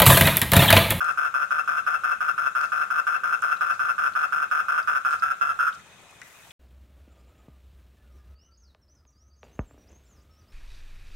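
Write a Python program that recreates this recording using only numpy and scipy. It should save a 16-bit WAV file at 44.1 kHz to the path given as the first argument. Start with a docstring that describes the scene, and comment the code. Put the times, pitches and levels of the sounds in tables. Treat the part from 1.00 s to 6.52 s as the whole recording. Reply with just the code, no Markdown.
"""A tree frog trills beside a garden pond at night: 27 notes, each a rattle of vocal-sac pulses
that slows as the frog tires. Stone walls and the water throw every pulse back, and the frog is
louder on the left until the microphone turns. A thin trickle runs into the pond with ringing
drips and clicks of spray, over a low rumble, hiss and faint tones. The recorder's uneven
sampling adds a metallic sheen."""
import sys
import numpy as np
from scipy import signal
from scipy.fft import rfft, irfft
from scipy.io import wavfile
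from scipy.ndimage import uniform_filter1d, map_coordinates

SR = 44100
rng = np.random.default_rng(int(sys.argv[2]) if len(sys.argv) > 2 else 0)


def generate_wav(signal):
    """Clip the signal to [-1, 1] and save it as 16-bit WAV at the path in sys.argv[1]."""
    frames = np.transpose(np.atleast_2d(signal))
    scaled = np.clip(frames, -1, 1) * 32767
    pcm = np.round(scaled).astype(np.int16)
    wavfile.write(sys.argv[1], SR, pcm)


N = 243431
TIME = np.arange(N) / SR
PITCH_HZ = 1376.6  # main ring of the vocal sac

# the frog at the pond's edge: (note start [s], slow pulses [count])
NOTES = [(.005, 2), (.173, 2), (.340, 2), (.506, 2), (.675, 3), (.864, 2), (1.035, 2), (1.205, 2),
         (1.378, 2), (1.550, 2), (1.718, 3), (1.902, 2), (2.067, 2), (2.234, 3), (2.422, 3), (2.608, 3),
         (2.793, 3), (2.980, 2), (3.151, 2), (3.322, 3), (3.512, 2), (3.683, 3), (3.873, 2), (4.048, 2),
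         (4.221, 2), (4.410, 2), (4.589, 2)]
def tree_frog():
    """The frog repeats its rattling note in one long trill."""
    trill = np.zeros((2, N))
    for start, slow_count in NOTES:
        add(trill, start, note(start, slow_count))
    return trill


# how hard the frog pushes: (time [s], effort [dB])
EFFORT = [(0, -0.8), (.9, -1), (1.35, -1.5), (2.1, -0.5), (2.5, 0.5), (3.2, -2), (3.8, -1), (4.3, -4),
          (4.6, -2)]
def note(start, slow_count, waver=0.0067, longer_ring_from_s=3.9, turn_start_s=2.08, turn_length_s=2.537):
    """A run of pulses rings the vocal sac, heard from a slowly turning microphone."""
    t = np.arange(round(.2 * SR)) / SR
    effort_db = np.interp(start, *np.transpose(EFFORT))
    # the last notes ring longer and purer
    stretch = np.interp(start, [longer_ring_from_s, NOTES[-1][0]], [1, 1.08])
    times, sizes = pulse_train(slow_count, effort_db)
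    pitches = PITCH_HZ * (1 + waver * rng.standard_normal(len(times)))
    voice = np.zeros((2, len(t)))
    for when, size, hz in zip(times, sizes, pitches):
        add(voice, when, size * sac_pulse(hz, stretch))
    turn = np.clip((start - turn_start_s) / turn_length_s, 0, 1)
    heard = near_echoes(voice, turn)
    octave_onset = times[-len(CLOSING) + 1]  # second pulse of the closing run
    heard += bright_octave(t - octave_onset, start, pitches[-1], effort_db)
    side_db = np.array([[-23], [-27.5 + 5 * turn]])  # the turn brings up the right side
    return gain_of(side_db + 0.45 * effort_db) * heard


# quick pulses that open a note: (time in the note [ms], relative level [dB])
OPENING = [(0, 2.34), (8.4, 2), (17.6, 0.5)]
# the quickening run that closes it: (time in the run [ms], relative level [dB])
CLOSING = [(0, 4), (8.6, 4), (15.4, -8.5), (19.4, -6), (23.3, -4.5)]
def pulse_train(slow_count, effort_db, slack_ms_per_db=0.88, jitter_ms=0.2775, uneven_db=1.42):
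    """Pulse times [s] and sizes: less effort spaces out the slow middle and weakens the closing run."""
    gap_ms = 18.1 - slack_ms_per_db * effort_db
    *slow_ms, close_ms = OPENING[-1][0] + gap_ms * np.arange(1, round(slow_count) + 2)
    middle = [(ms, 0) for ms in slow_ms]
    closing = [(close_ms + ms, db + effort_db) for ms, db in CLOSING]
    ms, db = np.transpose(OPENING + middle + closing)
    times = (ms + jitter_ms * rng.standard_normal(len(ms))) / 1000
    # the last pulses fall in step with the still-ringing sac and merge into a slightly flat tone
    cycle = 1 / (PITCH_HZ * .96)
    times[-2:] = times[-3] + np.round((times[-2:] - times[-3]) / cycle) * cycle
    return times, gain_of(db + uneven_db * rng.standard_normal(len(ms)))


# sac modes: (frequency [x pitch], swell time [ms], relative level [dB], left emphasis [dB])
SAC_MODES = [(0.388, 0.8, -27, 8.5), (0.534, 1.83, -26.5, 8.5), (0.999, 0.54, 9, 4.5),
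             (1.281, 2.4, -28.5, 12.5), (1.516, 0.47, -24, 11.5), (1.9, 0.61, -14.5, 5.5),
             (2.24, 1.3, -27, -9), (2.38, 0.39, -22, 4.5)]
def sac_pulse(pitch_hz, stretch):
    """One pulse rings every mode of the vocal sac, with a different colour on each side."""
    t = np.arange(SR // 24) / SR
    return sum(gain_of([[db + left_db], [db]]) * ring(t, pitch_hz * multiple, stretch * swell_ms / 1000)
               for multiple, swell_ms, db, left_db in SAC_MODES)


# the overtone that ends each note: (time [s], relative level [dB])
OCTAVE = [(0, -25.5), (1.3, -22), (3.2, -24.5), (3.7, -33)]
def bright_octave(t, note_start, pitch_hz, effort_db, spread_db=2):
    """The closing tone carries a ring about an octave up, stronger in some notes than in others."""
    db = np.interp(note_start, *np.transpose(OCTAVE)) + effort_db + spread_db * rng.standard_normal()
    return gain_of(db) * ring(t, 2655 * pitch_hz / PITCH_HZ, swell_s=.003)


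# paths from the frog to each side of the microphone: (delay [ms], relative level [dB])
PATHS_LEFT = [(0.7, -5.4), (3.32, -3.3), (6.5, 0.5), (7.74, -7.3), (11.58, -9.3), (12.98, -5.2),
              (15.02, -5.5), (20.78, -9.1), (23.52, -8.3), (30.82, -10.8), (40.74, -14.9), (44.44, -15.5)]
PATHS_RIGHT = [(0.0, 0.0), (3.44, -14.5), (4.74, -6.6), (6.8, -12.2), (10.54, -13.9), (12.82, -9.9),
               (18.12, -17.3), (20.32, -13.0), (25.72, -16.2), (31.22, -19.1)]
def near_echoes(voice, turn, shift_ms=.26):
    """Nearby stone and water reflect each pulse; the paths shift, mostly late in the turn."""
    length = voice.shape[1]
    hz = np.fft.rfftfreq(length, 1 / SR)
    heard = []
    for side, paths in zip(voice, (PATHS_LEFT, PATHS_RIGHT)):
        delay_ms, path_db = np.transpose(paths)
        delay_ms = delay_ms + shift_ms * turn ** 4.7 * rng.standard_normal(len(paths))
        echoes = gain_of(path_db) @ np.exp(-2j * np.pi * np.outer(delay_ms / 1000, hz))
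        heard.append(evened(irfft(rfft(side) * echoes, length)))
    return np.array(heard)


# walls at the far side of the garden: (delay [s], level [dB])
FAR_WALLS = [(0.05, -19.5), (0.063, -27.5), (.079, -25)]
def far_echoes(trill):
    """Distant walls return the trill late and faint."""
    echoes = np.zeros((2, N))
    for delay, db in FAR_WALLS:
        add(echoes, delay, gain_of(db) * trill)
    return echoes


# the loudest drops on the pond, left of the microphone: (time [s], level [dB], bubble pitch [Hz])
DRIPS = [(0.046, -42, 3900), (1.656, -40, 4930), (2.567, -39.5, 3790), (2.737, -42, 5000),
         (3.135, -42, 4086), (3.828, -39.5, 4770), (4.196, -37, 4860), (4.725, -37, 3570),
         (4.792, -41.5, 1930), (4.873, -49, 2360), (5.215, -32.5, 1906), (5.506, -37.5, 3340)]
# sharp clicks of spray, far to the right: (time [s], level [dB], pitch [Hz])
CLICKS = [(0.044, -41, 6700), (.1237, -43.5, 6800), (1.612, -40.5, 5470), (2.4205, -38, 7717),
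          (4.108, -44, 8000), (5.1083, -55, 7650), (5.216, -44.5, 5800)]
# fine splashes, also to the right: (time [s], level [dB], length [s])
SPLASHES = [(1.599, -58.5, 0.08), (2.72, -60, 0.06), (4.092, -56, 0.064), (4.725, -59, 0.044)]
def drips_and_spray():
    """Single drops and bursts of spray hit the pond and stand out from the trickle."""
    water = np.zeros((2, N))
    for when, db, hz in DRIPS:
        add(water, when, gain_of(db) * sides(8.2) * bubble(hz))
    for when, db, hz in CLICKS:
        add(water, when, gain_of(db) * sides(-23) * click(hz))
    for when, db, length in SPLASHES:
        spray = evened(band(rng.standard_normal((2, round(length * SR))), 3400, 8000))
        add(water, when, gain_of(db) * sides(-19) * spray * np.hanning(spray.shape[1]))
    return water


def trickle(bubble_db=-56, spray_db=-57):
    """A thin stream scatters small bubbles and ticks of spray, most of them faint."""
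    water = np.zeros((2, N))
    plips = [bubble(hz, cycles=9) for hz in np.geomspace(600, 4200, 60)]
    ticks = [click(6500) for _ in range(20)]
    for when, pitch, size, pan in rng.random((420, 4)):
        plip = sides(3 + 12 * (pan - .5)) * plips[int(pitch * len(plips))]
        add(water, when * N / SR, gain_of(bubble_db + 12 * size ** 3) * plip)
    for when, size, kind in rng.random((400, 3)):
        tick = sides(1.7) * ticks[int(kind * len(ticks))]
        add(water, when * N / SR, gain_of(spray_db + 9 * size ** 3) * tick)
    return water


def bubble(hz, cycles=18, glide=0.037, splash=0.76, rise_cycles=4):
    """A trapped bubble rings, rising a little, inside the hiss of its own splash."""
    turns = np.arange(SR // 16) / SR * hz
    age = turns / cycles
    tone = np.sin(2 * np.pi * turns * (1 + glide * np.minimum(age, 4) / 2))
    hiss = evened(band(rng.standard_normal(len(turns)), hz * 0.71, hz * 1.18))
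    envelope = np.exp(-age) * (1 - np.exp(-turns / rise_cycles))
    return (tone + splash * hiss) / (1 + splash) * envelope


def click(hz, decay_s=0.0016):
    """A droplet bursts: a very short puff of noise."""
    t = np.arange(SR // 50) / SR
    puff = band(rng.standard_normal(len(t)) * np.exp(-t / decay_s), hz * .8, hz * 1.4)
    return puff / abs(puff).max()


def garden_tail(sound, t60_s=0.26, build_s=0.04):
    """Plants and walls around the microphone scatter a short diffuse tail."""
    t = np.arange(SR // 2) / SR
    envelope = 1000 ** (-t / t60_s) * (1 - np.exp(-(t / build_s) ** 2))
    tail = rng.standard_normal((2, len(t))) * envelope
    return signal.fftconvolve(sound, tail / np.linalg.norm(tail[0]), axes=1)[:, :N]


# pond and night air all around: (frequency [Hz], relative spectral level [dB])
WASH_SPECTRUM = [(20, -28), (65, 1), (160, -2), (320, -9), (550, -5), (1300, -4), (2500, -5), (3000, -9),
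                 (3700, -7), (4600, -17), (5600, -16), (6500, -10), (8500, -18), (15500, -29)]
# their balance at the microphone: (frequency [Hz], left minus right [dB])
WASH_BALANCE = [(60, 4), (300, 8.5), (1300, 3.5), (3300, 6), (4800, -3.5), (7500, -8), (14000, -1)]
# how alike the two sides are: (frequency [Hz], correlation [0-1])
WASH_LIKENESS = [(60, 0.49), (200, 0.67), (700, 0.95), (3000, 0.023), (12000, 0.039)]
def pond_wash(level_db=-53, patchy_db=2):
    """Low rumble and the patchy wash of running water."""
    frames, hz = N // 256 + 5, np.fft.rfftfreq(1024, 1 / SR)
    left_re, left_im, apart_re, apart_im, patches = rng.standard_normal((5, len(hz), frames))
    patches = uniform_filter1d(patches, size=12, axis=0)  # smooth over frequency,
    patches = evened(uniform_filter1d(patches, size=6, axis=1))  # then over time
    likeness = np.clip(curve_at(WASH_LIKENESS, hz), -1, 1)
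    side_db = curve_at(WASH_BALANCE, hz)
    left = left_re + 1j * left_im
    right = likeness * left + np.sqrt(1 - likeness ** 2) * (apart_re + 1j * apart_im)
    spectra = np.array([left * gain_of(side_db / 2), right * gain_of(-side_db / 2)])
    spectra *= gain_of(curve_at(WASH_SPECTRUM, hz) + patchy_db * patches)
    _, wash = signal.istft(spectra, nperseg=1024, noverlap=768)
    return gain_of(level_db) * evened(wash[:, :N])


# high hiss in the background: (time [s], level [dB])
HISS = [(0, -70.5), (4.7, -66.5), (4.85, -88), (5.2, -77.5), (5.25, -60), (5.52, -58.5)]
def high_hiss():
    """A thin hiss dips as the trill ends, then comes back louder."""
    hiss = evened(band(rng.standard_normal((2, N)), 5600, 16600))
    return hiss * gain_of(np.interp(TIME, *np.transpose(HISS)))


# a low hum, a faint ring and two thin whines, centred: (frequency [Hz], width [Hz], level [dB])
TONES = [(191.6, 27, -70.5), (2508, 66, -63.5), (8460, 120, -75.5), (10940, 55, -76.5)]
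def faint_tones():
    """Narrow bands of noise sound as wavering tones."""
    return sum(gain_of(db) * evened(band(rng.standard_normal(N), hz - width / 2, hz + width / 2))
               for hz, width, db in TONES)


def gain_of(db):
    """Decibels as an amplitude factor."""
    return 10 ** (np.asarray(db) / 20)


def evened(x):
    """Scales to unit RMS."""
    return x / np.sqrt(np.mean(x ** 2) + 1e-20)


def curve_at(points, hz):
    """A spectrum table joined by straight lines over log frequency, as a column."""
    point_hz, value = np.transpose(points)
    return np.interp(np.log(hz + 1), np.log(point_hz + 1), value)[:, None]


def add(mix, start_s, sound):
    """Lays a stereo sound into the mix."""
    part = mix[:, max(round(start_s * SR), 0):][:, :sound.shape[1]]
    part += sound[:, :part.shape[1]]


def band(x, low_hz, high_hz):
    """A gentle band-pass."""
    sos = signal.butter(2, [low_hz, min(high_hz, .45 * SR)], "band", fs=SR, output="sos")
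    return signal.sosfilt(sos, x)


def sides(db):
    """Left and right gains for a level difference; positive is left."""
    return gain_of([[db / 2], [-db / 2]])


def ring(t, hz, swell_s):
    """A tone that swells for four swell times and dies away."""
    age = np.maximum(t, 0) / swell_s
    return age ** 4 * np.exp(-age) * np.cos(2 * np.pi * hz * t)


def scene(frog_tail_db=-19, water_tail_db=-6):
    """From beside the pond: the frog, the water, the garden's echoes and the night air."""
    frog = tree_frog()
    water = drips_and_spray() + trickle()
    tail = garden_tail(gain_of(frog_tail_db) * frog + gain_of(water_tail_db) * water)
    return frog + far_echoes(frog) + water + tail + pond_wash() + high_hiss() + faint_tones()


def record(dry, slip_samples=0.87, slip_hz=3890, cutoff_hz=16000):
    """The sampling instant slips in a fast sawtooth, mirroring the trill into the band-limited treble."""
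    position = np.arange(N) - slip_samples * (TIME * slip_hz % 1)
    slipped = np.array([map_coordinates(side, [position], order=3) for side in dry])
    low_pass = signal.firwin(255, cutoff_hz, window=("kaiser", 8), fs=SR)
    return signal.oaconvolve(slipped, low_pass[None], "same")


dry = scene()
out = record(dry)
generate_wav(out)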